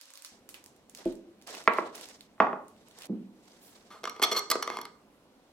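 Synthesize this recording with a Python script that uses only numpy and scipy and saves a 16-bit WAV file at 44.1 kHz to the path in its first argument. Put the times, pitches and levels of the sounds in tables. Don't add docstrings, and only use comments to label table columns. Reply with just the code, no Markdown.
import sys
import numpy as np
from scipy import signal
from scipy.io import wavfile

SR = 44100
rng = np.random.default_rng(int(sys.argv[2]) if len(sys.argv) > 2 else 0)


def bounce(signal):
    frames = np.transpose(np.atleast_2d(signal))
    limited = np.clip(frames, -1, 1)
    pcm = np.round(limited * 32767).astype(np.int16)
    wavfile.write(sys.argv[1], SR, pcm)


def attenuation_scalar(level_db):
    decades = np.asarray(level_db, float) / 20
    return 10 ** decades


N = 243431

CUTS = [
    0,
    2.272,
    3.072,
    3.903,
]
# time in seconds, peak in dB, softness cut in Hz.
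TOY_ON_TABLE = [
    (1.0575, -25.5, 560),
    (1.078, -36, 310),
]
BAG_LAG, TABLE_LAG = 5, 2
JAR_T60_CAP_S, TOY_T60_CAP_S = .04, .15


def rms_one(x):
    return x / np.sqrt(np.mean(x ** 2) + 1e-20)


def at_hz(points, hz):
    table_hz, value = np.array(points)[:, 0], np.array(points)[:, 1]
    return np.interp(np.log(hz), np.log(table_hz), value)


def filtered(x, order, hz, kind="low"):
    return signal.sosfilt(signal.butter(order, hz, kind, fs=SR, output="sos"), x)


def drift(rate):
    r = np.exp(-80 * np.pi * rate / SR)
    chance = rng.standard_normal(N // 40 + 2002)
    slow = signal.lfilter([1], [1, -2 * r, r * r], chance)[2000:]
    return np.interp(np.arange(N) / 40, np.arange(len(slow)), rms_one(slow))


def swells(rows, fall_db_per_s):
    start, rise, hold, top_db, *rest = np.transpose(rows)[:, :, None]
    since = np.arange(N) / SR - start
    below_db = 20.5 * np.clip(1 - since / rise, 0, 1)
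    below_db = below_db + fall_db_per_s * np.clip(since - rise - hold, 0, 9)
    return np.where(since < 0, -200, top_db - np.minimum(below_db, 150)), *rest


def ring(x, hz, t60):
    r = np.exp(-np.log(1000) / (t60 * SR))
    w = 2 * np.pi * min(hz, SR / 2.2) / SR
    return signal.lfilter([.5, 0, -.5], [1, -2 * r * np.cos(w), r * r], x + 1e-18)


def grains(size, per_s, spread_db):
    sizes = attenuation_scalar(spread_db * np.minimum(rng.exponential(1, size), 4)) * rng.choice([-1, 1], size)
    return rms_one(sizes * (rng.random(size) < per_s / SR))


def bands(mid_side, gain_at):
    # pitch in Hz, left-right likeness from 0 to 1.
    likeness = [(30, .92), (300, .92), (700, .75), (1000, .55), (1600, .35), (3000, .25), (6000, .12),
                (12000, .05)]
    out, edges = 0, 17 * 2 ** np.arange(0, 10.1, .5)
    for k, (low, high) in enumerate(zip(edges, edges[1:])):
        mid, side = filtered(mid_side[k % 2], 2, [low, high], "band")
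        hz = np.sqrt(low * high)
        alike = np.clip(at_hz(likeness, hz), 0, 1)
        both = np.sqrt(1 + alike) * mid + np.sqrt(1 - alike) * side * [[1], [-1]]
        out = out + gain_at(hz) * both
    return out


def place(x, pan_db, lag):
    left, right = x * attenuation_scalar([[pan_db / 2], [-pan_db / 2]])
    return np.array([left, np.roll(right, lag)])


def blows(hits, modes, cap):
    push = np.zeros(N)
    for s, level_db, cut_hz in hits:
        r = np.exp(-2 * np.pi * cut_hz / SR)
        pulse = signal.lfilter([(1 - r) ** 2], [1, -2 * r, r * r], np.eye(1, 600)[0])
        start = round(s * SR)
        push[start:start + len(pulse)] += attenuation_scalar(level_db) * pulse
    out = 0
    for k, (hz, db, t60) in enumerate(modes):
        out = out + (-1) ** k * attenuation_scalar(db) * ring(push, hz, min(t60, cap))
    return out


def toy_on_table():
    # pitch in Hz, level in dB, ringing time in seconds.
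    wood = [(205, -4, 0.078), (260, -4, 0.12), (342.7, 8.5, 0.091), (431.7, -2.5, 0.052), (517, -2, 0.12),
            (643, 3.5, 0.057), (866, -9.5, 0.059)]
    return blows(TOY_ON_TABLE, wood, TOY_T60_CAP_S)


def first_jar():
    # time in seconds, peak in dB, softness cut in Hz.
    knocks = [
        (1.6757, -8, 3880),
        (1.6800, -15, 2600),
        (1.695, -27.5, 903),
        (1.7825, -31, 900),
        (1.7845, -12, 1100),
        (1.788, -39, 1220),
    ]
    # pitch in Hz, level in dB, ringing time in seconds.
    glass_and_wood = [(203, -20.5, .08), (324, -13.5, 0.066), (406, -9.5, .05), (475, -13, 0.062),
                      (610, -7, .05), (771, -18, 0.014), (800, -14.5, 0.079), (1072, 3.5, 0.02),
                      (1343, 0, 0.023), (1670, -1.5, 0.015), (2000, 3, 0.014), (2305, 0, .014),
                      (2600, -2, 0.011), (2960, -0.5, 0.0029), (4320, -5.5, 0.0018), (7500, -20.5, .003)]
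    return blows(knocks, glass_and_wood, JAR_T60_CAP_S)


def second_jar():
    # time in seconds, peak in dB, softness cut in Hz.
    knocks = [
        (2.380, -54.5, 3000),
        (2.391, -62, 3480),
        (2.4018, -8.5, 2000),
        (2.4060, -13.5, 1900),
        (2.4198, -23.5, 1490),
        (2.468, -23, 1300),
        (2.530, -22.5, 1100),
    ]
    # pitch in Hz, level in dB, ringing time in seconds.
    glass_and_wood = [(200, -14.5, .08), (320, -6.5, 0.018), (430, -10, 0.051), (493, -16.5, 0.046),
                      (630, -1, 0.023), (793, -3.5, 0.038), (852, -2, 0.043), (1084, 2.5, 0.065),
                      (1250, 10, 0.0058), (1573, -18, 0.005), (1770, -8, .015), (2060, 3, 0.006),
                      (2500, -4.5, 0.018), (3650, -15.5, 0.0087), (4470, -20.5, .006), (7460, -26, 0.0036)]
    return blows(knocks, glass_and_wood, JAR_T60_CAP_S)


def toy_on_counter():
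    # time in seconds, peak in dB, softness cut in Hz.
    thuds = [
        (3.089, -39, 356),
        (3.096, -19.5, 250),
        (3.112, -26.5, 260),
        (3.128, -26, 260),
    ]
    # pitch in Hz, level in dB, ringing time in seconds.
    wood = [(166, -13, .1), (210.3, 2, 0.12), (253, -1, 0.044), (311, 3.5, 0.043), (433, -5.5, 0.059),
            (511, -6, 0.048), (660, -22, 0.12), (724, -18.5, 0.087)]
    return blows(thuds, wood, TOY_T60_CAP_S)


def table_sway():
    # pitch in Hz, level in dB, ringing time in seconds.
    legs = [(32.67, -22.5, .4)]
    return blows(TOY_ON_TABLE, legs, 1)


def lid():
    # pitch in Hz, width in Hz (wider fades sooner), level in dB.
    tin_notes = [(241, 150, -16), (419, 91, -5), (670, 92, -11), (990, 200, -2.5), (1200, 69, -1.5),
                 (1630, 500, -26), (2122, 68, -4.5), (3080, 180, -6), (3380, 57, -9), (4320, 65, -5.5),
                 (4580, 160, -16), (4860, 380, -6), (5740, 140, -5), (7470, 510, -4), (8980, 58, -17),
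                 (10460, 400, -13.5), (11440, 350, -17.5), (13300, 700, -9.5), (14780, 1500, -27),
                 (11000, 5600, -28)]
    # time in seconds, level in dB, tilt in dB per octave.
    ticks = [(4.034, -29, -6.5), (4.040, -29.5, -0.5), (4.054, -19.5, -4), (4.096, -33.5, 2.5),
             (4.164, -31, -11), (4.197, -26, -10), (4.392, -33.5, 6.5), (4.555, -19.5, -12),
             (4.676, -13, -11.5), (4.701, -16.5, -11), (4.770, -20.5, -5.5), (4.788, -22, -13),
             (4.814, -42, 5), (4.853, -30, -0.5)]
    # time in seconds, level in dB, length in seconds,
    # tilt in dB per octave, grip from 0 to 1.
    scrapes = [(3.884, -49, 0.094, -1.5, 0.54), (4.073, -26.5, 0.0079, -7, 0.12),
               (4.218, -23, 0.007, -1, 0.16), (4.225, -21.5, 0.0053, 2.5, 0),
               (4.233, -21.5, 0.015, 1.5, 0.1), (4.314, -30, 0.02, 1.5, 0.06),
               (4.348, -33.5, 0.012, -1.5, 0.3), (4.363, -31.5, 0.028, 2.5, 0.13),
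               (4.501, -25, 0.0049, 4, 0.55), (4.513, -19, 0.0068, 2.5, 0.62),
               (4.525, -26, 0.0067, -13, .3), (4.625, -23.5, 0.0059, 0.5, 0.57)]
    # start in seconds, rise in seconds, hold in seconds, level in dB.
    turns = [
        (4.03, 0.22, .01, -40),
        (4.235, .015, 0.086, -34.5),
        (4.43, 0.075, 0.011, -52),
        (4.58, 0.14, 0.041, -34.5),
    ]
    tick_s, tick_grip = 0.0017, 0.39
    loose_s = 4.6

    start = round(CUTS[-1] * SR)
    t = np.arange(start, N) / SR
    contacts = [(s, db, tick_s, tilt, tick_grip) for s, db, tilt in ticks] + scrapes
    s, level_db, length, tilt_db, grip = np.transpose(contacts)
    grip = np.clip(grip, 0, 1)
    since = t - s[:, None]
    shapes = (since >= 0) * np.exp(-(np.clip(since, 0, 1) / length[:, None]) ** 3)
    knock = (since >= 0) & (since < 1 / SR)
    rub = attenuation_scalar(swells(turns, fall_db_per_s=167)[0]).sum(axis=0) * attenuation_scalar(0.34 * drift(30))
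    rub = rub[start:]
    shared = grains(len(t), 10000, 2.3)
    uneven = rng.standard_normal((len(s), len(tin_notes)))
    aim = rng.standard_normal((len(tin_notes), 2))
    out = np.zeros((2, N))
    for k, (hz, width_hz, db) in enumerate(tin_notes):
        friction = 0.33 * shared + 0.91 * rng.standard_normal(len(t))
        force = shapes * friction + 4 * knock
        body_db = -9.0 * (s > loose_s) * (hz < 700)
        bright_db = tilt_db * max(np.log2(hz / 1200), 0)
        strength = attenuation_scalar(level_db + body_db + bright_db + 3 * uneven[:, k])
        free = (strength * (1 - grip)) @ force
        free = free + friction * rub * attenuation_scalar(-9.5 - 2 * np.log2(hz / 1200))
        held = (strength * grip) @ force
        free_t60 = np.log(1000) / np.pi / width_hz
        held_t60 = 2.2 / (width_hz + 400)
        sound = ring(free, hz, free_t60) + 1.13 * ring(held, hz, held_t60)
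        lag = (hz < 9000) * (TABLE_LAG + round(aim[k, 1]))
        out[:, start:] += place((-1) ** k * attenuation_scalar(db - 21) * sound, -1.6 + aim[k, 0], lag)
    return filtered(out, 2, 150, "high")


def snaps():
    # time in seconds, peak in dB, centre pitch in Hz.
    toy_creases = [(0.0124, -39, 4850), (0.0558, -46, 5120), (0.1037, -45, 6450), (0.1371, -40, 6340),
                   (0.1555, -41, 4700), (0.174, -37, 4160), (0.2219, -37, 7050), (0.2478, -32, 5170),
                   (0.2604, -43, 5230), (0.4903, -38, 8250), (0.5427, -36, 2580), (0.6404, -44, 7230),
                   (0.6609, -41, 6820), (0.7632, -56, 6800), (0.8964, -42, 7570), (0.9492, -34, 5520),
                   (0.9734, -42, 5590), (0.9864, -44, 5200), (1.054, -42, 2500), (1.1248, -44, 8740),
                   (1.1538, -48, 6630)]
    # time in seconds, peak in dB, centre pitch in Hz.
    jar_creases = [(1.4147, -50, 2870), (1.4232, -51, 5870), (1.4731, -35, 5390), (1.5084, -40, 3710),
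                   (1.5494, -35, 2960), (1.6392, -44, 5910), (1.736, -35, 2740), (1.7794, -42, 2550),
                   (1.952, -36, 11900), (1.9564, -36, 10200), (1.9794, -38, 3580), (2.0113, -36, 4840),
                   (2.0562, -40, 5540), (2.0877, -39, 5670), (2.2084, -40, 3750), (2.6818, -49, 8210),
                   (2.7636, -60, 2730), (2.8848, -51, 7840), (2.9113, -47, 3520), (2.9866, -40, 7730),
                   (3.0096, -41, 3360), (3.021, -36, 3350), (3.0344, -40, 2860), (3.0555, -41, 10100)]
    out, fade = np.zeros((3, N)), np.arange(1500) / SR
    for s, level_db, hz in toy_creases + jar_creases:
        noise = rng.standard_normal((3, len(fade)))
        shared, left, right = noise * np.exp(-1000 * fade / 1.2)
        crackle = np.array([shared + .7 * left, shared + .7 * right, 4 * (fade == 0)])
        broad = filtered(crackle, 2, [900, 17000], "band")
        pop = broad + .5 * ring(crackle, hz, 5 / hz)
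        start = round(s * SR)
        out[:, start:start + len(fade)] += attenuation_scalar(level_db + 5.5) * pop / np.abs(pop[:2]).max()
    return out


def rustle():
    # pitch in Hz, level in dB per Hz.
    film = [(180, -32.5), (300, -10.5), (656, -8), (1230, -13), (1580, -7.5), (2210, -16.5), (2880, -9.5),
            (6620, -10.5), (16000, -31)]
    # start in seconds, rise in seconds, hold in seconds,
    # hiss level in dB, tilt in dB per octave.
    moves = [
        (-.05, 0.022, 0.34, -61.5, -0.5),
        (0.94, 0.046, .1, -59.5, -2.5),
        (1.463, 0.0068, 0.12, -50.5, -2),
        (1.691, 0.04, 0.13, -59.5, -6.5),
        (1.919, .03, 0.15, -53, -0.5),
        (2.739, 0.29, 0.0194, -57, -1.5),
        (3.36, 0.11, 0.27, -62, 0),
        (3.76, .02, 0.45, -70, -1.5),
    ]
    level_db, tilt_db = swells(moves, fall_db_per_s=143.5)
    level = attenuation_scalar(level_db)
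    for cut in CUTS[1:-1]:
        level[np.array(moves)[:, 0] < cut, round(cut * SR):] = 0
    crackle = np.array([[grains(N, 5300, 3.4) for side in range(2)] for neighbour in range(2)])
    clumps = drift(31)

    def gain_at(hz):
        moving = attenuation_scalar(tilt_db[:, 0] * np.log2(hz / 6000)) @ level
        return moving * attenuation_scalar(at_hz(film, hz) + 2.5 * clumps + 2.1 * drift(45))

    return attenuation_scalar(12) * bands(crackle, gain_at)


def swish():
    # start in seconds, rise in seconds, hold in seconds, level in dB.
    brushes = [(3.59, .04, .05, -64.5)]
    air = filtered(rng.standard_normal((2, N)), 2, 8500, "high")
    return attenuation_scalar(swells(brushes, fall_db_per_s=160)[0][0] + 7.5) * rms_one(air)


def room(x):
    # pitch in Hz, echo time (to fall 60 dB) in seconds.
    echo_times = [(100, 0.58), (300, 0.53), (1000, 0.42), (2500, 0.28), (6000, 0.38), (14000, 0.16)]
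    t = np.arange(round(.9 * SR)) / SR
    noise = rng.standard_normal((2, 2, len(t)))
    echoes = bands(noise, lambda hz: attenuation_scalar(-60 * t / at_hz(echo_times, hz)))
    echoes *= 1 - np.exp(-(t / 0.0025) ** 2)
    echoes /= np.sqrt(np.sum(echoes ** 2) / 2)
    out, ends = np.zeros((2, N)), [round(s * SR) for s in CUTS] + [N]
    for a, b in zip(ends, ends[1:]):
        out[:, a:b] = signal.fftconvolve(x[None, a:b], echoes, axes=1)[:, :b - a]
    return out


def room_tone():
    # pitch in Hz, level in dB per Hz.
    hum = [(11, -56), (18, -19.5), (196, -12.5), (239, -2.5), (376, -11.5), (422, -10), (744, -15),
           (810, -15.5), (988, -17), (1080, -20.5), (1700, -24.5), (2320, -24.5), (16000, -39.5)]
    noise = rng.standard_normal((2, 2, N))
    return attenuation_scalar(-61.5) * rms_one(bands(noise, lambda hz: attenuation_scalar(at_hz(hum, hz) + 1.2 * drift(6))))


def scene():
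    toy, far_toy = toy_on_table(), toy_on_counter()
    first, second = first_jar(), second_jar()
    tin, creases = lid(), snaps()

    near = place(toy, -1.4, TABLE_LAG) + place(far_toy, -2.2, BAG_LAG)
    near = near + place(first, -2.2, TABLE_LAG) + place(second, -2.2, TABLE_LAG)
    bag = place(creases[:2], -5.5, BAG_LAG) + place(rustle(), -2.5, BAG_LAG)
    bag = bag + place(swish(), -1.34, BAG_LAG)

    sent = attenuation_scalar(-7.5) * toy + attenuation_scalar(-4.5) * far_toy
    sent = sent + attenuation_scalar(-8.5) * first + attenuation_scalar(-5.0) * second
    sent = sent + attenuation_scalar(-6.5) * filtered(tin[0], 1, 5000)
    sent = sent + attenuation_scalar(1.5) * creases[2]
    echo = place(room(sent), -1.5, TABLE_LAG)

    sources = filtered(near + tin + bag + echo, 4, 160, "high")
    sway = place(table_sway(), -8.0, BAG_LAG)
    return sources + sway + place(room_tone(), -0.92, BAG_LAG)


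def top_cut(x):
    return signal.sosfilt(signal.butter(12, 16650, fs=SR, output="sos"), x)


def record(dry):
    # pitch in Hz, relative width, level in dB.
    bass_strips = [(108, 0.39, -12.5), (303, 0.097, -5), (564, 0.078, 1.5), (710, .06, -7)]
    peak, bass_in_s = 1.05, .318
    heard = filtered(peak * np.tanh(dry / peak), 3, 15500)
    heard = signal.sosfilt(signal.cheby2(18, 60, 16900, fs=SR, output="sos"), heard)
    thin = filtered(heard, 6, 950, "high")
    for hz, width, db in bass_strips:
        thin = thin + attenuation_scalar(db) * filtered(heard, 2, [hz / (1 + width), hz * (1 + width)], "band")
    mix = np.where(np.arange(N) < bass_in_s * SR, thin, heard)
    return top_cut(mix)


dry = scene()
out = record(dry)
bounce(out)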